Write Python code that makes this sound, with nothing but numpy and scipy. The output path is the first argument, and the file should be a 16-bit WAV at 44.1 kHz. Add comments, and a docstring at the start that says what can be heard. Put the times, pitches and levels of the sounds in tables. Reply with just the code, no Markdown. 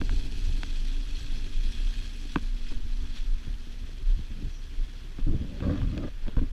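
"""On a wet road, a motorcycle rolls slowly to a stop, heard by a camera in a closed case on the rider.
Wind is slow sway and coloured noise, tyre and spray hiss is noise coloured by air cavities, and chirps are
short fuzzy tones. Two faint engine tones hum, and the mount wobbles and swings as very low sines.
Drops and straps tap the case and ring its modes; near the end clothing rubs it with many tiny slips,
while sudden shoves push on the microphone port."""
import sys
import numpy as np
from scipy import signal
from scipy.fft import rfft, irfft
from scipy.io import wavfile
from scipy.ndimage import uniform_filter1d

SR = 44100
rng = np.random.default_rng(int(sys.argv[2]) if len(sys.argv) > 2 else 0)


def inscribe(sig):
    """Save sig as 16-bit PCM at rate SR to the path in sys.argv[1].

    A 1-D sig is mono; a 2-D sig holds one channel per row.
    Samples are clipped to [-1, 1] before scaling.
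    """
    pcm = np.round(np.clip(np.atleast_2d(sig).T, -1, 1) * 32767)
    wavfile.write(sys.argv[1], SR, pcm.astype(np.int16))


N = 287523  # samples

# The ride as the bike slows. Each row: time in seconds, slow sway level in dB, idle wobble level in dB,
# wind rumble level in dB, tyre hiss level in dB, spray brightness in dB per octave.
RIDE = [(0.0, -30, -39, -35, -48, 0), (0.5, -30, -34, -38, -47, 0.5), (0.9, -41, -30, -42, -48, -0.5),
        (1.2, -36, -38, -42, -47.5, -0.5), (1.55, -35, -31, -41, -47.5, -0.5),
        (1.9, -33, -38, -43.5, -46.5, -0.5), (2.2, -50, -32.5, -43, -48, 0),
        (2.6, -34, -33.5, -46, -51, -0.5), (3.2, -35.5, -35, -46.5, -51, -1.5),
        (3.7, -43, -36.5, -44.5, -53, -1), (4.4, -46, -35, -47, -52.5, -1.5),
        (5.0, -54, -38.5, -44.5, -54.5, -2), (5.3, -34, -35, -39.5, -53.5, -3.5),
        (5.65, -52, -44, -36.5, -51.5, -4), (6.1, -41, -31.5, -46.5, -54.5, -3.5),
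        (6.4, -37, -46, -42, -55, -6), (6.52, -38, -33, -42.5, -57, -0.5)]
# Ringing modes of the camera case. Each row: pitch in Hz, strength when tapped in dB,
# strength when rubbed in dB, basic time to die by 60 dB in seconds.
CASE = [(78.2, -11, -1, 0.13), (126, -48, -5.5, 0.036), (167, -4, -10, 0.045), (188.6, -2.5, -4.5, 0.07),
        (229.5, -5.5, -1, 0.068), (270.4, 2, -1, 0.06), (478, -14.5, -11, 0.059), (567.6, -16.5, -10, 0.05),
        (744, -33, -18, 0.0092), (965, 4, -4.5, 0.016), (1144, 1, 1, 0.019), (1560, 2, -3.5, 0.018),
        (1900, -18, -8.5, 0.018), (2343, -13.5, -22, 0.033), (2585, -4, -30, 0.019),
        (3380, -7, -9.5, 0.0097), (4420, -13.5, -14, 0.0081), (6750, -22.5, -32, 0.004)]
# Strokes of cloth over the case. Each row: start in seconds, length in seconds, heavy drag on the low modes
# in dB, scrape on the middle modes in dB, grit on the high modes in dB, push of air on the port in dB,
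# basic change of level over the stroke in dB.
RUBS = [(4.298, 0.16, -51.5, -77, -76, -44, 5.5), (5.185, 0.028, -42, -48, -54.5, -51, -13),
        (5.264, 0.064, -31.5, -53.5, -63, -32, -2), (5.313, 0.063, -35, -62, -66, -27.5, -1),
        (5.393, 0.07, -36.5, -55, -68, -30, -0.5), (5.465, 0.2, -47, -57, -79, -50, 0),
        (5.619, 0.047, -27, -38.5, -45.5, -31, 0), (5.661, 0.07, -26, -37.5, -51, -26.5, -3.5),
        (5.716, 0.082, -32, -47, -51.5, -30.5, -1), (5.803, 0.2, -37, -51.5, -59.5, -28.5, -4),
        (5.968, 0.082, -34, -44, -57, -33, -5), (6.026, 0.056, -32.5, -44.5, -51.5, -47, 1.5),
        (6.274, 0.032, -38.5, -44, -60, -52, -3.5), (6.367, 0.036, -36, -45.5, -56, -28, -2),
        (6.409, 0.044, -38, -55, -62, -38, -5)]


def gain_of(db):
    """Turn dB into a plain multiplier."""
    return 10 ** (np.asarray(db) / 20)


def evened(x):
    """Scale a sound to an rms level of 1."""
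    return x / np.sqrt(np.mean(x ** 2) + 1e-20)


def read(points, hz):
    """Read a colour curve at hz, in straight lines over log frequency."""
    f, value = np.transpose(points)
    return np.interp(np.log(hz + 1), np.log(f + 1), value)


def follow(rows, t):
    """Read every column of a time table at the times t."""
    s, *columns = np.transpose(rows)
    return [np.interp(t, s, c) for c in columns]


def add(mix, s, sound):
    """Mix in a sound from s seconds on, cut off at the end."""
    part = mix[round(s * SR):][:len(sound)]
    part += sound[:len(part)]


def drift(hz):
    """Slow random motion of rms 1, with speeds that fade out above about hz."""
    spectrum = rfft(rng.standard_normal(N)) * np.exp(-(np.fft.rfftfreq(N, 1 / SR) / hz) ** 2)
    return evened(irfft(spectrum, N))


def bump(t, s, length):
    """A rounded hump of height 1 centred on s."""
    return np.cos(np.pi * np.clip((t - s) / length, -.5, .5)) ** 2


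def swell(start, length, rise, fall):
    """Samples of one event, its gain that rises, holds and falls, and the share of it gone by."""
    span = slice(round(start * SR), min(N, round((start + length + fall) * SR)))
    t = np.arange(span.stop - span.start) / SR
    edges = np.clip(np.minimum(t / rise, (length - t) / fall + .5), 0, 1)
    return span, np.sin(np.pi / 2 * edges) ** 2, np.clip(t / length, 0, 1)


def wash(colour_db, patchy_db, size):
    """Noise from random short-time spectra, coloured by colour_db(hz, t) and by drifting patches."""
    hop = size // 4
    t, hz = np.arange(N // hop + 5) * hop / SR, np.fft.rfftfreq(size, 1 / SR)
    real, imaginary, patches = rng.standard_normal((len(t), len(hz), 3)).T
    patches = uniform_filter1d(patches, 10, 0)  # smooth over frequency
    patches = evened(uniform_filter1d(patches, 8, 1))  # smooth over time
    level_db = colour_db(hz[:, None], t) + patchy_db * patches
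    spectra = (real + 1j * imaginary) * gain_of(level_db)
    return signal.istft(spectra, nperseg=size, noverlap=size - hop)[1][:N]


def ring(hz, db, t60, size=3000):
    """One dying mode that swings up within a fraction of its period."""
    t = np.arange(size) / SR
    rise = 1 - np.exp(-t * hz / 0.5)
    return gain_of(db - 60 * t / t60) * np.sin(2 * np.pi * hz * t) * rise


def distant_wash():
    """Steady noise stands for a distant wash and the noise of the microphone."""
    # Each row: frequency in Hz, relative strength in dB per Hz.
    colour = [(240, -25), (400, 5.5), (670, -6.5), (1700, -3.5), (3500, -12.5), (7000, -16), (12000, -22),
              (14500, -23), (15300, -29)]
    return gain_of(-61.5) * evened(wash(lambda hz, t: read(colour, hz), patchy_db=-1.5, size=512))


def air_sway():
    """Air pressure sways slowly, as a sine whose pitch and level wander."""
    sway_db = follow(RIDE, np.arange(N) / SR)[0]
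    turns = np.cumsum(13 + 3.0 * drift(2.98)) / SR  # wanders around 13 Hz
    sway = np.sqrt(2) * np.sin(2 * np.pi * turns)
    return gain_of(sway_db + 4.3 * drift(2.6)) * sway


def wind_rumble():
    """Wind and road make a lumpy low noise, louder and darker when a buffet hits the microphone port."""
    # Each row: frequency in Hz, relative strength in dB per Hz.
    colour = [(30, -48), (40, -10.5), (59, -11.5), (91, -21.5), (150, -30.5), (200, -33.5), (260, -31.5),
              (310, -37), (345, -43.5), (392, -37), (450, -52), (900, -57), (1500, -100)]
    # Buffets on the port. Each row: time of the peak in seconds, length in seconds, rumble level in dB.
    buffets = [(0.013, 0.11, -29), (0.147, 0.063, -33.5), (0.256, 0.053, -33), (0.49, 0.094, -34),
               (0.573, 0.075, -40), (.78, .08, -53), (1.166, 0.064, -33.5), (1.238, 0.084, -35.5),
               (1.675, .08, -51), (2.81, 0.17, -37), (3.027, 0.058, -34.5), (3.492, 0.057, -37),
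               (3.837, 0.069, -36.5), (4.11, 0.044, -41), (4.178, 0.095, -36), (4.332, 0.12, -43),
               (4.459, 0.081, -33)]
    calm_tilt_db, darkest_db = 1.5, -5.5  # dB per octave
    darker_db = -0.23  # dB per octave for each dB of buffet
    now = np.arange(N) / SR
    calm_db = follow(RIDE, now)[2]
    power = gain_of(calm_db) ** 2
    for s, length, db in buffets:
        power = power + gain_of(db) ** 2 * bump(now, s, length)
    rumble_db = 10 * np.log10(power)

    def colour_db(hz, t):
        buffet_db = np.interp(t, now, rumble_db - calm_db)
        tilt_db = np.maximum(calm_tilt_db + darker_db * buffet_db, darkest_db)
        return read(colour, hz) + tilt_db * np.log2((hz + 1) / 60)
    rumble = evened(wash(colour_db, patchy_db=1.0, size=2048))
    return gain_of(rumble_db + 2.14 * drift(26.0)) * rumble


def mount():
    """The mount idles at a low wobble; after each jolt a swing on its strap replaces the idle motion."""
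    # Each row: start in seconds, length in seconds, rms level in dB, pitch in Hz before a small waver.
    swings = [(0.009, 0.2, -24, 29), (0.349, 0.048, -24.5, 20.56), (0.402, 0.18, -23.5, 25.87),
              (0.673, 0.34, -25.5, 24.85), (1.093, 0.085, -26, 27.2), (1.263, 0.1, -25.5, 24.5),
              (1.523, 0.2, -23.5, 25.55), (1.777, 0.15, -23.5, 29.5), (1.961, 0.048, -24.5, 27.8),
              (2.329, 0.03, -21, 28), (2.411, 0.16, -26.5, 30.6), (2.843, 0.17, -26.5, 28),
              (3.077, 0.032, -40, 24), (3.163, 0.062, -26, 25.4), (3.253, 0.11, -21, 25.2),
              (3.472, 0.075, -26, 28), (3.991, 0.068, -29, 30), (4.042, 0.11, -19, 30.6),
              (4.76, 0.085, -22, 27), (5.203, 0.062, -19, 23.9), (5.806, 0.074, -25.5, 25.8),
              (6.041, 0.094, -39, 23.6), (6.2, 0.081, -22, 21)]
    rise_s, fall_s, idle_hz = 0.043, 0.055, 26.74  # the idle pitch is a middle value
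    waver = 1 + 0.037 * drift(6.3)
    idle_db = follow(RIDE, np.arange(N) / SR)[1] + 0.85 * drift(16.0)
    idle_turns = np.cumsum(idle_hz * (1 + 0.1223 * drift(4.95))) / SR
    out = gain_of(idle_db) * np.sin(2 * np.pi * idle_turns)
    for (start, length, db, hz), phase in zip(swings, rng.random((len(swings), 1))):
        span, edges, _ = swell(start, length, rise_s, fall_s)
        turns = np.cumsum(hz * waver[span]) / SR + phase
        swing = gain_of(db) * edges * np.sin(2 * np.pi * turns)
        out[span] = np.sqrt(1 - edges ** 2) * out[span] + swing
    return np.sqrt(2) * out  # a sine of rms 1 peaks at root 2


def hum(rows, waver, waver_hz):
    """A sine tone whose pitch wavers a little about its curve."""
    t = np.arange(N) / SR
    hz, level_db = follow(rows, t)
    start, end = rows[0][0], rows[-1][0]
    fade = np.clip(np.minimum(t - start + .05, end + .05 - t) / .05, 0, 1)
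    turns = np.cumsum(hz * (1 + waver * drift(waver_hz))) / SR + rng.random()
    return np.sqrt(2) * gain_of(level_db) * fade * np.sin(2 * np.pi * turns)


def engine():
    """Two faint engine tones follow their pitch curves while their levels flutter."""
    # One table for each tone. Each row: time in seconds, middle pitch in Hz, middle rms level in dB.
    tones = [
        [(0, 268, -59), (.25, 271, -52.5), (.5, 274, -58), (1, 279.4, -55.5), (1.3, 283.1, -57.5),
         (1.6, 286, -59.5), (2.3, 290, -63), (3, 293.8, -60), (4.2, 299.6, -82)],
        [(1.45, 225, -70), (1.6, 228, -55.5), (2, 230.7, -58), (2.35, 233.5, -54.5), (2.6, 233, -55),
         (2.9, 235.3, -55.5), (3.3, 237.3, -57), (3.75, 236.5, -58.5), (4, 231, -75)],
    ]
    return sum(hum(rows, waver=0.002, waver_hz=3.7) * gain_of(1.1 * drift(16.0)) for rows in tones)


def chirps():
    """Short wet chirps in the spray: fuzzy tones that rise a little in pitch."""
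    # Each row: time of the peak in seconds, peak level in dB, middle pitch in Hz, length in seconds.
    chirp_rows = [(1.155, -45, 4300, 0.027), (2.69, -49, 5040, 0.021), (2.935, -51, 4030, 0.022),
                  (4.563, -58.5, 5750, 0.16)]
    out = np.zeros(N)
    for s, db, hz, length in chirp_rows:
        size = round(length * SR)
        fuzz = evened(uniform_filter1d(rng.standard_normal(size), 60))
        climb = 0.0137 * np.linspace(-1, 1, size)
        turns = np.cumsum(hz * (1 + climb + 0.034 * fuzz)) / SR
        add(out, s - length / 2, gain_of(db) * np.hanning(size) * np.sin(2 * np.pi * turns))
    return out


def tyres():
    """Water hisses under the tyres, coloured by the air cavities; it flickers as spray flies."""
    # Each row: frequency in Hz, relative strength in dB per Hz before the brightness changes.
    colour = [(400, -28), (700, -16), (1590, -8), (2240, -6.5), (3300, -1.5), (3690, -4.5), (5840, -8.5),
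              (9220, -25), (10800, -22), (12200, -27.5), (15200, -34)]
    # Air cavities that colour the hiss. Each row: frequency in Hz, width in Hz, basic lift in dB.
    cavities = [(1664, 95, 5.5), (2540, 113, 6), (3330, 170, 4.5), (4245, 540, 3.5), (5850, 170, 2.5),
                (6600, 210, 2), (7730, 230, 5.5), (8430, 210, 5.5), (10300, 330, 6)]
    # Surges and lulls of spray. Each row: time of the peak in seconds, length in seconds, hiss change in dB.
    splashes = [(0.305, 0.029, -1), (1.188, 0.15, 2), (1.606, 0.1, -3), (1.76, 0.15, 2), (2.596, 0.026, 0),
                (2.685, 0.04, 2.5), (2.719, 0.048, 4), (3.179, 0.084, 6)]

    def colour_db(hz, t):
        hiss_db, bright_db = follow(RIDE, t)[3:]
        lift_db = sum(db / (1 + (2 * (hz - f) / width) ** 2) for f, width, db in cavities)
        clear = np.clip(1 + 0.1 * (hiss_db + 53), 0, 2)  # louder hiss stands clearer in the cavities
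        return read(colour, hz) + clear * lift_db + bright_db * np.log2((hz + 1) / 3500)
    hiss = evened(wash(colour_db, patchy_db=1.34, size=512))
    flicker_db = 0.68 * drift(9.3) + 0.66 * drift(36.0) + 1.43 * drift(210)
    now = np.arange(N) / SR
    splash_db = sum(db * bump(now, s, length) for s, length, db in splashes)
    return gain_of(follow(RIDE, now)[3] + flicker_db + splash_db) * hiss


def shoves():
    """A shove against the case makes pressure jump at the port, then swing back and die."""
    # Each row: start in seconds, level in dB before the rise and decay, swing pitch in Hz,
    # time to die by 60 dB in seconds, rise time in seconds.
    shove_rows = [(5.266, -10.5, 18.4, .3, 0.0093), (5.358, -17, 13.6, 0.095, 0.0037),
                  (5.84, -20, 38, .08, .006), (5.872, -16.5, 30, 0.11, .004), (6.281, -25, 9, 0.13, .002),
                  (6.369, -13, 22.7, 0.48, 0.0021)]
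    out, t = np.zeros(N), np.arange(SR // 2) / SR
    for s, db, hz, t60, rise in shove_rows:
        jump = 1 - np.exp(-(t / rise) ** 2)
        add(out, s, gain_of(db - 60 * t / t60) * np.cos(2 * np.pi * hz * t) * jump)
    return out


def strokes():
    """Gains of drag, scrape, grit and push, whose powers add where strokes overlap."""
    # How far each follows the level change of a stroke: the shares for drag, scrape, grit and push.
    fade_share = [0.98, 2.5, 0.47, 0.31]
    power = np.full((4, N), 1e-12)
    for start, length, *level_db, fade_db in RUBS:
        span, edges, gone = swell(start, length, rise=0.006, fall=0.031)
        stroke_db = np.c_[level_db] + fade_db * np.c_[fade_share] * gone
        power[:, span] += (gain_of(stroke_db) * edges) ** 2
    return np.sqrt(power)


def rubbing():
    """Dense slips of cloth shake all modes of the flexing case, sparse scuffs strike those above 400 Hz
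    together, and the cloth pushes air at the port."""
    # Air pushed by the cloth. Each row: frequency in Hz, relative strength in dB per Hz.
    push_colour = [(30, -8), (50, 4.5), (75, 2), (100, -3), (160, -9), (300, -23.5), (600, -73)]
    flex, flex_hz = 0.06, 18.0  # how far (rms share) and how fast the pressed case bends its modes off pitch
    group = np.searchsorted([400, 800], np.array(CASE)[:, 0])  # low, middle and high modes
    *gains, push = strokes()
    first = round(RUBS[0][0] * SR)
    size = N - first
    # on average 1200 slips and 90 scuffs a second, each of random strength
    slips = gain_of(2.17 * np.minimum(rng.exponential(1, size), 4)) * (rng.random(size) < 1200 / SR)
    scuffs = gain_of(8.5 + 3.3 * np.minimum(rng.exponential(1, size), 3)) * (rng.random(size) < 90 / SR)
    shaken = []
    for k, (hz, _, db, t60) in enumerate(CASE):
        signed_slips = slips * rng.choice([-1., 1.], size)
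        hits = signed_slips + (-1) ** k * (hz > 400) * scuffs
        shaken.append(signal.oaconvolve(hits, ring(hz, db, 1.36 * t60))[:size])
    shaken = np.array(shaken)
    bent = np.cumsum(1 + flex * drift(flex_hz)[first:])  # uneven reading speed bends the pitch
    out, lumps = np.zeros(N), gain_of(1.33 * drift(34.0))  # the cloth grips unevenly
    for k, gain in enumerate(gains):
        rubbed = evened(np.interp(bent, np.arange(size), sum(shaken[group == k])))
        out[first:] += (lumps * gain)[first:] * rubbed
    pushed_air = evened(wash(lambda hz, t: read(push_colour, hz), patchy_db=3.0, size=2048))
    return out + push * lumps * pushed_air


def taps():
    """Each tap snaps at the port, rings the high modes at once and the low modes a moment later."""
    # Each row: start in seconds, peak of the high tick in dB, peak of the low thud in dB,
    # brightness in dB per octave, peak of the bare snap in dB, share of the basic ringing time.
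    tap_rows = [(0.014, -28, -22, 3.5, -33, 0.78), (0.094, -32, -52, 1, -29, 0.76),
                (0.323, -37, -60, 15, -55, 0.43), (0.633, -28.5, -34, 8, -24, 0.81),
                (1.147, -53, -57, 8, -62, .7), (1.776, -53, -67, 12, -64, .7),
                (2.251, -63, -38, 4, -52, 0.48), (2.3583, -14.5, -15, -1, -38, 0.85),
                (2.371, -38, -40, -4, -62, .8), (2.384, -40, -50, 6, -62, .8),
                (2.707, -46, -60, -5, -62, .7), (2.714, -52, -33.5, 4, -62, 1.45),
                (2.724, -43, -60, -2, -62, .7), (2.799, -53, -43, -5, -58, .7),
                (3.039, -47, -50, 11, -64, .7), (3.469, -52, -35, -7.5, -59, 0.59),
                (3.668, -62, -38, -8, -57, 0.67), (3.888, -51, -43, 14, -54, 0.71),
                (4.189, -52, -33.5, -7.5, -61, 0.9), (4.421, -64, -32, -9.5, -57, 0.91),
                (5.185, -43, -29.5, -2, -54, 1.1), (5.266, -58, -28.5, -1, -58, 0.77),
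                (5.281, -58, -34, 6, -58.5, .6), (5.327, -56, -25, 2, -60, 0.75),
                (5.336, -56, -23.5, -1, -60, 0.89), (5.358, -60, -30, -6, -58, 0.55),
                (5.404, -60, -33, -6, -58, 0.79), (5.443, -58, -36, -4, -58, 0.56),
                (5.604, -38, -28, 3, -40, 0.55), (5.621, -47, -35, 2, -48, 0.66),
                (5.679, -44, -22, 5, -49, 1.1), (5.711, -44, -29, 5, -48, .6),
                (5.742, -45, -28, 2, -46, 0.52), (5.757, -42, -28, 8, -40, 0.46),
                (5.816, -34, -43, -2, -44, 0.54), (5.916, -45, -50, 10, -49, .4),
                (5.9778, -32, -26.5, 10, -56, 0.8), (6.048, -47, -22.5, -2, -52, 0.64),
                (6.072, -50, -35, -1, -52, 0.9), (6.265, -44, -36.5, -8, -50, 0.6),
                (6.281, -36, -28, 6, -47, 0.41), (6.367, -34, -24.5, -3.5, -58, 0.85),
                (6.391, -35.5, -41, 0, -52, 0.91), (6.412, -64, -25.5, 0, -62, 0.95),
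                (6.43, -62, -32, -5, -62, 0.63)]
    out, chance = np.zeros(N), rng.standard_normal((len(tap_rows), len(CASE)))
    case_hz = np.array(CASE)[:, 0]
    low = case_hz < 650
    signs = -np.where(low, 1, (-1.) ** np.arange(len(CASE)))  # low modes dent together, high ones alternate
    signs = signs * np.where(case_hz > 1700, -1, 1)  # the highest ring reversed from the far wall
    u = np.arange(60) / SR / 0.00014 - 2.5
    snap = -u * np.exp(-u ** 2)  # a push and its rebound
    soft = 1 - np.exp(-(np.arange(3000) / SR / 0.00094) ** 2)  # the shell takes a moment to give
    spread = 0.012  # each mode lands a little off pitch, as an rms share
    for (s, tick_db, thud_db, bright_db, snap_db, share), detune in zip(tap_rows, chance):
        modes = []
        for (hz, db, _, t60), d in zip(CASE, detune):
            tilt_db = bright_db * np.log2(hz / (200 if hz < 650 else 1500))
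            modes.append(ring(hz * (1 + spread * d), db + tilt_db, share * t60))
        modes = signs[:, None] * np.array(modes)
        tick, thud = sum(modes[~low]), sum(modes[low]) * soft
        add(out, s, gain_of(tick_db) * tick / abs(tick).max())
        add(out, s, gain_of(snap_db) * snap / abs(snap).max())
        add(out, s + 0.0023, gain_of(thud_db) * thud / abs(thud).max())
    return out


def scene():
    """All the layers added together, as one channel."""
    wind = distant_wash() + air_sway() + wind_rumble()
    bike = mount() + engine() + chirps() + tyres()
    handling = shoves() + rubbing() + taps()
    return (wind + bike + handling)[None]


def record(dry):
    """The first and last 300 samples fade; then a filter sets the upper limit of the recorder."""
    edge_hz = 15250
    from_start = np.arange(N)
    faded = dry * np.minimum(np.minimum(from_start, from_start[::-1]) / 300, 1)
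    padded = np.pad(faded, ((0, 0), (511, 511)), "reflect", reflect_type="odd")
    low_pass = signal.firwin(1023, edge_hz, window=("kaiser", 9), fs=SR)
    return signal.oaconvolve(padded, low_pass[None], "valid")


dry = scene()
out = record(dry)
inscribe(out)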